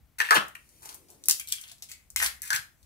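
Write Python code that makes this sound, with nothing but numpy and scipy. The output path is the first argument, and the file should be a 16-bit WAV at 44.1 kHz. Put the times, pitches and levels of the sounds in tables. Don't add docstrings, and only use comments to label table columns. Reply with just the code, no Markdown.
import sys
import numpy as np
from scipy import signal
from scipy.fft import rfft, irfft
from scipy.io import wavfile

SR = 44100
rng = np.random.default_rng(int(sys.argv[2]) if len(sys.argv) > 2 else 0)


def gain_from_db(level_db):
    decades = np.asarray(level_db, float) / 20
    return 10 ** decades


def unload_wav(signal):
    wavfile.write(
        sys.argv[1],
        SR,
        np.round(np.clip(np.atleast_2d(signal).T, -1, 1) * 32767).astype(np.int16),
    )


N = 125685


def unit(x):
    return x / np.sqrt(np.mean(x ** 2))


def colour(x, points):
    hz, db = np.array(points, float).T
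    size = x.shape[-1]
    f = np.maximum(np.fft.rfftfreq(size, 1 / SR), 1)
    return irfft(rfft(x) * gain_from_db(np.interp(np.log(f), np.log(hz), db)), size)


def band(x, hz, width):
    return signal.lfilter(*signal.iirpeak(hz, 1 / width, fs=SR), x)


def highpass(x, order, hz):
    return signal.sosfilt(signal.butter(order, hz, "high", fs=SR, output="sos"), x)


def curve(table):
    s, db = np.array(table).T
    return gain_from_db(np.interp(np.arange(N) / SR, s, db))


def add(out, s, x):
    i = int(s * SR)
    out[i:i + len(x)] += x[:len(out) - i]


def peak(x, db):
    return x * gain_from_db(db) / np.abs(x).max()


def port_noise():
    likeness = .78
    shared, *own = rng.standard_normal((3, N))
    return likeness * shared + np.sqrt(1 - likeness ** 2) * np.array(own)


# (frequency [Hz], level [dB per Hz])
AIR = [(25, -13.5), (60, -9.5), (150, -16), (400, -29.5), (1000, -33), (4000, -40), (10000, -42.5),
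       (16000, -36.5)]


def hiss():
    return gain_from_db(-64.5) * unit(colour(port_noise(), AIR))


# (time [s], level [dB])
HUM = [
    (0.0, -44),
    (0.09, -75),
    (0.5, -71),
    (0.57, -94.5),
    (0.72, -81),
    (2.03, -74.5),
    (2.21, -51),
    (2.68, -82),
    (2.85, -61.5),
]


def hum():
    hz, width_hz = 62, 12
    return curve(HUM) * unit(band(band(port_noise(), hz, width_hz / hz), hz, .5))


# (time [s], level [dB])
SLEEVE = [
    (0.6, -77.5),
    (0.626, -79),
    (0.851, -67.5),
    (1.277, -65.5),
    (1.31, -72),
    (1.4, -95),
    (1.45, -94),
]


def sleeves():
    hz, width = 330, .8
    cloth = unit(band(band(port_noise(), hz, width), hz, width))
    return curve([(0.0011, -99), *SLEEVE, (1.6, -99)]) * cloth


# (frequency [Hz], T60 [s])
ROOM_T60 = [(200, 0.28), (1500, 0.29), (4000, 0.26), (9000, 0.15), (15000, 0.34)]


def kitchen(x):
    early_s, gap_s, bass_db = 0.0077, 0.00089, 1.5
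    early_db, tail_db = -5, -5
    t = np.arange(SR // 2) / SR
    table_hz, table_t60 = np.array(ROOM_T60).T
    tail = 0
    for hz in 100 * 2 ** np.arange(0, 7.4, .5):
        t60 = np.interp(np.log(hz), np.log(table_hz), table_t60)
        noise = band(rng.standard_normal((2, len(t))), hz, 0.87)
        tail = tail + noise * gain_from_db(bass_db * (hz < 600)) * np.exp(-t * np.log(1000) / t60)
    sparse = rng.random((2, len(t))) < .05
    early = rng.standard_normal((2, len(t))) * sparse * np.exp(-t / early_s)
    reply = gain_from_db(tail_db) * unit(tail) + gain_from_db(early_db) * unit(early)
    reply = reply * np.clip(t / gap_s, 0, 1) ** 2 / np.sqrt(len(t))
    return signal.fftconvolve(x[None], reply, axes=1)[:, :N]


# (frequency [Hz], level [dB per Hz])
SHELL = [(1200, -22.5), (2200, -4), (3400, -9), (6000, -3.5), (10000, -0.5), (13000, -4), (16000, -7)]
# (time [s], level [dB])
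RUSTLE = [
    (.45, -87.5),
    (.6, -68.5),
    (.8, -62),
    (1.1, -69.5),
    (1.25, -68),
    (2, -70.5),
    (2.3, -95),
    (2.85, -72),
]


def rustle():
    return curve(RUSTLE) * unit(colour(rng.standard_normal(N), SHELL))


def grains():
    per_s, spread_db = 2500, 2.5
    hits = (rng.random(N) < per_s / SR) * rng.standard_normal(N)
    return hits * gain_from_db(spread_db * np.minimum(rng.exponential(size=N), 3))


# (time [s], level [dB])
OOZE = [
    (1.9, -88),
    (1.94, -59),
    (1.98, -76),
    (2.01, -62),
    (2.07, -93),
]


def ooze():
    hz, width = 2150, .3
    return curve(OOZE) * unit(band(band(grains(), hz, width), hz, width))


# (share of the main frequency [ratio], level [dB])
KNOCK_MODES = [(.62, -18), (.86, -8), (1, 17.5), (1.24, 4.5), (1.55, -17.5)]


def rings(table, t60, side_db=0):
    push_s = 0.0001
    out, t = np.zeros(N), np.arange(4096) / SR
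    for s, db, hz in table:
        push = (1 + rng.standard_normal(128)) * np.exp(-t[:128] / push_s)
        modes = 0
        for share, level in KNOCK_MODES:
            side = share != 1
            uneven_db, detune = 2 * rng.standard_normal(), 0.11 * rng.standard_normal() * side
            mode = np.sin(2 * np.pi * hz * share * (1 + detune) * t)
            modes = modes + gain_from_db(level + uneven_db + side_db * side) * mode
        ring = np.convolve(push, modes * np.exp(-t * np.log(1000) / t60))
        add(out, s, peak(highpass(ring, 4, hz / 2), db))
    return out


# (time [s], peak level [dB], frequency [Hz])
THUDS = [(.309, -30, 475), (.355, -21.5, 600), (.366, -28.5, 330), (.378, -33.5, 204), (1.3105, -52, 320),
         (1.311, -48.5, 583), (1.64, -58, 760), (1.717, -56, 690), (1.823, -56.5, 706), (2.225, -43, 650),
         (1.298, -53.5, 448), (.203, -42, 486.5), (2.54, -48, 127), (2.59, -52, 116)]


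def thuds():
    return rings(THUDS, .035)


# (time [s], peak level [dB], cavity frequency [Hz])
CUPS = [(0.206, -23.5, 1790), (.211, -17, 1774), (.227, -29, 1750), (0.2436, -31.5, 2150),
        (0.2885, -21, 1797), (0.3092, -13, 1780), (0.3292, -10.5, 1730), (2.4339, -42, 1695),
        (2.5043, -16, 1636), (2.5133, -25.5, 1653), (2.521, -22, 1513), (2.5317, -21.5, 1727),
        (2.5399, -28.5, 1530), (2.5504, -33, 1600), (2.5606, -32.5, 1610), (2.5667, -30.5, 1490),
        (2.58, -50, 1584), (1.411, -37.5, 2326), (1.53, -35, 2334)]
# (time [s], peak level [dB], frequency [Hz])
WET = [
    (1.915, -42, 1996),
    (1.926, -51, 2240),
]


def cups():
    t60, side_db = .04, -8
    return rings(CUPS, t60, side_db) + rings(WET, t60, side_db)


# (time [s], peak level [dB], frequency [Hz])
KNOCKS = [(.3095, -7, 1276), (.317, -11, 1195), (1.4735, -36, 4160), (1.5235, -22, 3370),
          (1.5846, -33, 3170), (1.639, -37, 3270), (1.68, -51, 3500), (1.7163, -43, 4400),
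          (1.715, -37.5, 3460), (1.89, -45, 3270), (.5535, -39.5, 2380), (.2028, -9.5, 1814),
          (.2885, -29.5, 2570), (.5555, -46.5, 1350), (1.398, -32.5, 3200), (1.918, -47.5, 2730),
          (2.17, -29.5, 2070), (0.309, -5.5, 1820), (0.365, -9, 1380), (0.37, -11, 1670),
          (0.377, -32, 1500), (0.553, -32, 1880), (0.554, -32, 2735), (0.819, -52, 946), (0.856, -42, 825),
          (1.31, -30.5, 2560), (1.397, -36, 2370), (1.525, -38.5, 2260), (2.161, -20, 2114),
          (2.202, -17.5, 1930), (2.216, -20, 1800), (2.226, -15, 1860)]


def knocks():
    return rings(KNOCKS, 0.015)


CRUNCH_STARTS_S = [.183, .203, .309, .34, .35, .82, 1.085, 1.285, 1.398, 1.474, 1.585, 1.823, 1.888, 2.163,
                   2.215, 2.42, 2.53, .235, 2.215, 1.41, 1.29]
# (length [s], bright level [dB], hollow level [dB], cavity frequency [Hz])
CRUNCHES = [(0.023, -41, -42, 1800), (0.023, -39, -33, 2400), (0.044, -41.5, -23.5, 1290),
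            (0.042, -33, -31.5, 950), (0.037, -56, -27.5, 2780), (0.16, -52, -60, 1010),
            (0.09, -64, -67, 620), (0.041, -33.5, -55, 1500), (0.024, -47.5, -57, 2700),
            (0.12, -52.5, -53, 3200), (0.17, -63, -63.5, 2100), (0.028, -50.5, -79, 1300),
            (0.062, -51.5, -63, 2400), (0.087, -36, -42, 2800), (0.084, -33, -38, 1830),
            (0.13, -45.5, -56, 1700), (0.046, -37.5, -36, 1940), (0.19, -49.5, -44.5, 2500),
            (0.049, -41, -46.5, 960), (0.028, -61, -69, 3400), (0.025, -56, -55, 1900)]


def crunch():
    rise_s, cavity_width = .005, 0.57
    bright, dull = colour(grains(), SHELL), grains()
    out, t = np.zeros(N), np.arange(N) / SR
    for s, (length, bright_db, hollow_db, hz) in zip(CRUNCH_STARTS_S, CRUNCHES):
        rise, fall = (t - s) / rise_s, 2 * (s + length - t) / length
        shape = np.clip(np.minimum(rise, fall), 0, 1)
        hollow = unit(band(band(shape * dull, hz, cavity_width), hz, 2 * cavity_width))
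        run = gain_from_db(bright_db) * unit(shape * bright) + gain_from_db(hollow_db) * hollow
        out += run * np.sqrt(length * SR / N)
    return out


def fractures(table):
    decay_s, width, peak_db, low_hz = .0007, .6, 2, 2600
    foot, top = .45, 1.4
    evenness = .2
    out, t = np.zeros(N), np.arange(512) / SR
    for s, db, hz in table:
        noise = rng.standard_normal(len(t))
        spectrum = rfft(noise * np.sqrt(t) * np.exp(-t / decay_s))
        size = np.abs(spectrum)
        burst = irfft(spectrum / (size + evenness * size.mean())) * np.exp(-t / (4 * decay_s))
        bright = highpass(burst, 4, max(low_hz, foot * hz))
        bright = signal.lfilter(*signal.butter(1, min(top * hz, .45 * SR), fs=SR), bright)
        add(out, s, peak(bright + gain_from_db(peak_db) * band(burst, hz, width), db))
    return out


# (time [s], peak level [dB], brightest frequency [Hz])
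TICKS = [(0.5514, -32.5, 10200), (0.6907, -41, 9040), (0.822, -37, 8340), (0.857, -27, 7800),
         (0.8905, -26, 6320), (0.9275, -32.5, 5550), (0.9442, -25, 11600), (1.0851, -45, 6380),
         (1.102, -32, 9560), (1.1474, -46.5, 7620), (1.257, -22.5, 9000), (1.3843, -24, 10500),
         (1.4863, -21.5, 10300), (1.5024, -27, 8140), (1.5842, -38, 3460), (1.6126, -23, 10630),
         (1.631, -40, 9180), (1.6375, -30.5, 3530), (1.679, -32, 7300), (1.6864, -31.5, 3730),
         (1.6964, -34, 3420), (1.7163, -27.5, 8300), (1.782, -42, 7100), (1.823, -22.5, 6630),
         (1.8876, -36, 5980), (1.916, -22.5, 6970), (1.9358, -38, 5530), (2.8285, -41.5, 7440)]


def ticks():
    return fractures(TICKS)


# (time [s], peak level [dB], brightest frequency [Hz])
SNAPS = [(0.1935, -28.5, 8300), (0.2019, -14.5, 5300), (0.3077, -8, 5300), (0.3214, -18.5, 5910),
         (0.4833, -30.5, 11000), (1.2386, -28.5, 6750), (1.2882, -16.5, 9970), (1.2955, -8.5, 9090),
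         (1.2975, -5.5, 8240), (1.308, -28, 7000), (1.3179, -34.5, 4740), (1.3972, -18, 10700),
         (1.3995, -24, 10000), (1.4735, -28, 10400), (1.5205, -19.5, 9660), (1.5234, -7.5, 7960),
         (1.5344, -41, 6220), (2.1026, -31.5, 10700), (2.1612, -8, 8860), (2.1625, -18, 6000),
         (2.1894, -30, 10100), (2.2004, -20.5, 5600), (2.2418, -16, 7640), (2.2614, -13, 5250),
         (2.4189, -18, 10900), (2.4324, -22.5, 11600), (2.5042, -12.5, 5950), (2.5298, -15, 5130),
         (2.5321, -17, 10500), (2.5506, -16, 10700), (2.5614, -14, 5560)]
# (time [s], peak level [dB], brightest frequency [Hz])
BREAK = [
    (.3531, -20, 6200),
    (1.2845, -3.5, 11000),
    (1.2858, -7, 9500),
    (1.3103, -8, 5500),
    (1.3106, -6, 10500),
]


def snaps():
    return fractures(SNAPS) + fractures(BREAK)


# (time [s], delay of the right port [ms])
PORT_LAG = [
    (.2, .48),
    (.4, .43),
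    (1, .43),
    (1.28, .07),
    (1.32, .14),
    (1.52, .25),
    (1.9, .13),
    (2.15, .12),
    (2.3, .24),
    (2.42, .5),
]


def two_ports(egg):
    s, ms = np.array(PORT_LAG).T
    lag = np.interp(np.arange(N) / SR, s, ms) / 1000
    source = np.arange(N) - np.round(lag * SR).astype(int)
    return np.array([egg, egg[np.maximum(source, 0)]])


def scene():
    hand_shade_db, pan_db = -4, 3
    egg = thuds() + cups() + knocks() + crunch() + ooze() + rustle() + snaps()
    faint = ticks()
    echoes = kitchen(egg + faint)
    direct = two_ports(egg + gain_from_db(hand_shade_db) * faint)
    pan = gain_from_db(np.array([[pan_db], [-pan_db]]) / 2)
    return pan * (direct + echoes + hiss() + hum() + sleeves())


def band_limit(x):
    return signal.sosfilt(signal.butter(12, 16510, fs=SR, output="sos"), x)


def record(dry):
    top_hz, bass_cut_hz = 15600, 34
    top_cut = signal.ellip(8, .2, 50, top_hz, fs=SR, output="sos")
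    mix = signal.sosfilt(top_cut, np.clip(dry, -1, 1))
    mix = highpass(mix, 2, bass_cut_hz)
    return band_limit(mix)


dry = scene()
out = record(dry)
unload_wav(out)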